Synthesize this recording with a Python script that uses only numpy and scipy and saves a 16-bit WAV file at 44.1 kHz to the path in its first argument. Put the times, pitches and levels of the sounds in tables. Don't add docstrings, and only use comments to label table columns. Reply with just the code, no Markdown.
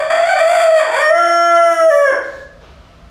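import sys
import numpy as np
from scipy import signal
from scipy.fft import rfft, irfft, next_fast_len
from scipy.io import wavfile
from scipy.ndimage import uniform_filter1d, minimum_filter1d

SR = 44100
rng = np.random.default_rng(int(sys.argv[2]) if len(sys.argv) > 2 else 0)


def digitize_waveform(pressure):
    field = np.atleast_2d(pressure).T
    bounded = np.clip(field, -1, 1)
    quanta = np.round(bounded * 32767).astype(np.int16)
    wavfile.write(sys.argv[1], SR, quanta)


N = 136710
T = np.arange(N) / SR
BAND_LIMIT_HZ = 15450


def amp(db):
    return 10 ** (np.asarray(db) / 20)


def unit(x):
    return x / np.sqrt(np.mean(x ** 2) + 1e-20)


def curves(rows):
    times, *columns = np.transpose(rows)
    return [np.interp(T, times, column) for column in columns]


def value_at(spectrum, hz):
    known_hz, values = np.transpose(spectrum)
    return np.interp(np.log(hz + 1), np.log(known_hz), values)


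def colour(x, spectrum):
    size = next_fast_len(N + 8192)
    gain = amp(value_at(spectrum, np.fft.rfftfreq(size, 1 / SR)))
    return irfft(rfft(x, size) * gain, size)[:N]


def drift(hz):
    rolloff = 1 + (np.fft.rfftfreq(N, 1 / SR) / hz) ** 4
    return unit(irfft(rfft(rng.standard_normal(N)) / rolloff, N))


def phase_of(hz):
    return 2 * np.pi * np.cumsum(hz) / SR


# (time [s], pitch [Hz], effort [dB], overtone boost [dB], roughness [0 = smooth])
CROW_GESTURE = [(0, 599, -2.5, -5.5, 0.78), (.092, 588, -20, -1.5, 0.49), (.104, 619.8, 1, 7, 0.91),
                (.17, 642.6, 1, 1, 0.65), (.24, 681.4, 0.5, -1, 0.43), (.3, 763, -6, 10, 0.42),
                (.325, 749.3, 5, 1, 0.11), (.345, 591.5, -7.5, -5, 0.48), (.395, 607.5, 0, 3.5, 0.47),
                (.43, 654.4, -1.5, 0, 0.56), (.53, 700, 1.5, 2, 0.62), (.61, 667, 0.5, 4.5, 0.51),
                (.70, 649, 0, -3.5, 0.47), (.78, 627.3, 12.5, 0.5, 0.27), (.82, 572.1, -2, 3.5, 0.68),
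                (.89, 446.2, -0.5, -3, 0.68), (.945, 483.1, 3, 0, 0.55), (1.0, 583.2, 8, -3, 0.39),
                (1.016, 614.2, -7.5, 10, 0.04), (1.095, 614.4, 8, -5, 0.08), (1.12, 670, -6, 1.5, 0.08),
                (1.2, 685.2, -2.5, 7, 0.29), (1.28, 682.1, -2, 2.5, 0.16), (1.46, 683.4, 5.5, 5, 0.07),
                (1.62, 676.8, -3.5, 0, 0.13), (1.70, 673.3, -5.5, 5.5, 0.16), (1.78, 656.5, -11.5, 4, 0.17),
                (1.895, 643, 2.5, -6, 0), (1.912, 578.8, 2, -3, 0.03), (2.04, 568, -3.5, 0.5, 0.16),
                (2.08, 543, -1, -3.5, 0.22), (2.13, 531.2, -12.5, 5, 0.56), (2.18, 520.2, -21, -3.5, 0.79),
                (2.25, 501.5, -59, 6, 1.1)]
# (time [s], strength [0-1])
PERIOD_DOUBLING = [(1.11, 0), (1.15, 1), (1.83, 1), (1.88, 0)]
# (frequency [Hz], level [dB])
UNDERTONE_SPECTRUM = [(340, -23), (1030, -16), (1700, -13), (2400, -8), (3100, 2), (15000, -2)]
def syrinx(level_db=-4, jitter_depth=0.1255, wobble_depth=0.00121, rattle_hz=51.6, air_share=0.35):
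    hz, effort_db, boost_db, rough = curves(CROW_GESTURE)
    rough = np.maximum(rough, 0)
    jitter = jitter_depth * rough ** 1.5 * drift(hz=290.5)
    wobble = wobble_depth * drift(hz=22.4)
    phase = phase_of(hz * (1 + jitter + wobble))
    doubling, = curves(PERIOD_DOUBLING)
    overtones = np.zeros(N)
    for k in range(1, 34):
        in_band = np.clip((BAND_LIMIT_HZ - k * hz) / hz, 0, 1)
        half_gain = doubling * amp(value_at(UNDERTONE_SPECTRUM, (k - .5) * hz))
        overtones += in_band * (np.cos((k + 1) * phase) + half_gain * np.cos((k - .5) * phase))
    opening = (1 + np.cos(phase)) / 2
    air = air_share * rough ** 2 * np.sqrt(SR / hz) * opening * rng.standard_normal(N)
    rattle_db = 6 * rough * np.sin(phase_of(rattle_hz * (1 + 0.3416 * drift(rattle_hz))))
    pulses = np.cos(phase) + amp(boost_db) * (overtones + air)
    gate = np.minimum(T / .004, 1) * (T < CROW_GESTURE[-1][0])
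    return amp(level_db + effort_db + rattle_db) * pulses * gate


# (time [s], level [dB])
TREBLE_LIFT = [(.13, -6), (.36, -5.5), (.46, 1.5), (.66, 1.5), (.88, -5.5), (1.0, -1), (1.6, -3), (1.7, 5),
               (1.96, 9.5), (2.13, -6)]
def brightness(voice, above_hz=6700):
    lift_db, = curves(TREBLE_LIFT)
    treble = signal.sosfiltfilt(signal.butter(2, above_hz, "high", fs=SR, output="sos"), voice)
    return voice + (amp(lift_db) - 1) * treble


def ring(x, hz, width):
    b, a = signal.iirpeak(hz, hz / width, SR)
    return signal.lfilter(b, a, signal.lfilter(b, a, x))


# (frequency [Hz], level [dB])
RASPING_THROAT = [(150, -26.5), (340, -14), (480, -18), (640, 1), (760, -3.5), (1000, -8.5), (1350, -13),
                  (1900, -10), (2120, -18.5), (2350, -15), (2900, -31.5), (3350, -18.5), (3800, -36),
                  (4150, -55), (4450, -23.5), (4750, -24.5), (5200, -40.5), (5550, -53), (5900, -35),
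                  (6250, -44), (6900, -32), (7800, -28), (8300, -37.5), (8900, -31.5), (10000, -40),
                  (12000, -48), (17000, -50)]
# (frequency [Hz], width per pass [Hz], level [dB])
RASP_RESONANCES = [(690.6, 168, -11), (1307.4, 26, -8), (1534, 110, -11), (1841, 49, -13), (2352, 60, -12)]
# (frequency [Hz], level [dB])
CLEAR_THROAT = [(150, -24), (340, 4), (560, 1.5), (690, 8.5), (900, -3.5), (1150, -6), (1235, -12.5),
                (1300, 0), (1370, 0), (1700, 1), (2050, -11.5), (2400, -24), (2740, -32), (3080, -22.5),
                (3425, -33.5), (3770, -46), (4110, -52.5), (4450, -40), (4800, -60.5), (5140, -40.5),
                (5480, -19), (5820, -32.5), (6165, -41), (6500, -25), (6900, -43), (7550, -35),
                (8200, -55.5), (9000, -38.5), (10300, -50), (11000, -43), (12700, -48), (14000, -61),
                (15200, -44), (17000, -60)]
def throat(voice, clears_at_s=1.026, clears_over_s=0.041):
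    clear = np.clip((T - clears_at_s) / clears_over_s + .5, 0, 1)
    rasp = voice * (1 - clear)
    ringing = sum(amp(db) * ring(rasp, hz, width) for hz, width, db in RASP_RESONANCES)
    return colour(rasp, RASPING_THROAT) + ringing + colour(voice * clear, CLEAR_THROAT)


# (frequency [Hz], time to fall 60 dB [s])
ROOM_DECAY = [(150, 0.9), (600, 0.54), (2000, 0.47), (5500, 0.5), (14000, 0.14)]
def wall_echoes(first_echo_s=0.00595):
    taps = rng.standard_normal(SR) * (T[:SR] > first_echo_s)
    hz, t, bands = signal.stft(taps, SR, nperseg=256)
    t60 = np.maximum(value_at(ROOM_DECAY, hz), .05)[:, None]
    equal_energy = np.sqrt(2 * np.log(1000) / t60 / SR)
    return signal.istft(bands * amp(-60 * t / t60) * equal_energy, SR, nperseg=256)[1]


def room(direct, patterns=3, sway_hz=0.903, wet_db=1):
    turns = np.array([1 + np.cos(2 * np.pi * (sway_hz * T + k / patterns)) for k in range(patterns)])
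    shares = turns / np.linalg.norm(turns, axis=0)
    echoes = sum(signal.fftconvolve(direct * share, wall_echoes())[:N] for share in shares)
    return direct + amp(wet_db) * echoes


# (frequency [Hz], relative level [dB])
RUMBLE_SPECTRUM = [(15, -34), (25, -12.5), (64, 3), (131, -10), (286, -15), (363, -39), (427, -24),
                   (637, -10), (790, -28.5), (1310, -17), (1420, -23), (4870, -34), (15000, -56)]
# (frequency [Hz], relative level [dB])
HUM_LINES = [(53.8, -48), (80.7, -62), (166.9, -51), (559.9, -74), (683.7, -55)]
def room_tone(rumble_db=-47.5, hum_db=-4, waver_hz=2.87):
    hum = sum(amp(db) * np.sin(phase_of(hz + waver_hz * drift(hz=7.1))) for hz, db in HUM_LINES)
    rumble = unit(colour(rng.standard_normal(N), RUMBLE_SPECTRUM))
    return amp(rumble_db) * rumble + amp(hum_db) * hum


# (time [s], level [dB])
WHISTLE_LEVEL = [(.97, -110), (1.01, -31), (1.4, -27), (1.9, -30), (2.12, -37), (2.6, -110)]
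def whistle(hz=9131, scatter=.0015):
    level_db, = curves(WHISTLE_LEVEL)
    return amp(level_db) * np.sin(phase_of(hz * (1 + scatter * drift(hz=194.7))))


def swell(start_s, length_s, db, rise_share=0.068):
    progress = (T - start_s) / length_s
    ramps = np.minimum(progress / rise_share, (1 - progress) / (1 - rise_share))
    return amp(db) * np.sqrt(np.clip(ramps, 0, 1))


# (frequency [Hz], relative level [dB])
WHEEZE_SPECTRUM = [(300, -7), (600, -2), (1000, -15.5), (1550, -30), (1680, 16), (1820, -12), (2700, -20),
                   (4000, -15), (5200, -22), (7200, -21.5), (8300, -31), (15000, -38)]
def wheeze():
    breath = unit(colour(rng.standard_normal(N), WHEEZE_SPECTRUM))
    return swell(start_s=2.22, length_s=0.23, db=-35.5) * breath


# (start [s], length [s], relative level [dB])
BEDDING_STROKES = [(2.606, 0.15, -48), (2.766, 0.34, -54.5)]
# (frequency [Hz], relative level [dB])
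BEDDING_SPECTRUM = [(100, -10), (400, 12.5), (1100, 6.5), (2000, -2.5), (3000, 2.5), (4500, -7.5),
                    (6200, -11), (8000, -31), (15000, -33)]
def bedding(level_db=-3, clump_db=1.5):
    grains = rng.standard_normal(N) * amp(clump_db * drift(hz=121.7))
    strokes = sum(swell(*stroke) for stroke in BEDDING_STROKES)
    return amp(level_db) * strokes * unit(colour(grains, BEDDING_SPECTRUM))


def scene():
    crow = throat(brightness(syrinx()))
    return (room(crow + wheeze() + bedding()) + whistle() + room_tone())[None]


def record(dry):
    threshold_db, ratio, release_db_per_s = -18, 4.17, 36
    start_over_db, makeup_db, ceiling = 9.5, 5, .8
    span = int(0.015 * SR)
    power_db = 10 * np.log10(abs(uniform_filter1d(dry[0] ** 2, span)) + 1e-12)
    release_db = T * release_db_per_s
    peak_db = np.maximum.accumulate(power_db + release_db - threshold_db)
    over_db = np.maximum(np.maximum(peak_db, start_over_db) - release_db, 0)
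    held = dry * amp(makeup_db - (1 - 1 / ratio) * uniform_filter1d(over_db, span))
    limiter_gain = minimum_filter1d(ceiling / np.maximum(abs(held), ceiling), size=400)
    limited = held * uniform_filter1d(limiter_gain, size=400)
    lowpass = signal.firwin(511, BAND_LIMIT_HZ, window=("kaiser", 9), fs=SR)
    return signal.oaconvolve(limited, lowpass[None], "same")


dry = scene()
out = record(dry)
digitize_waveform(out)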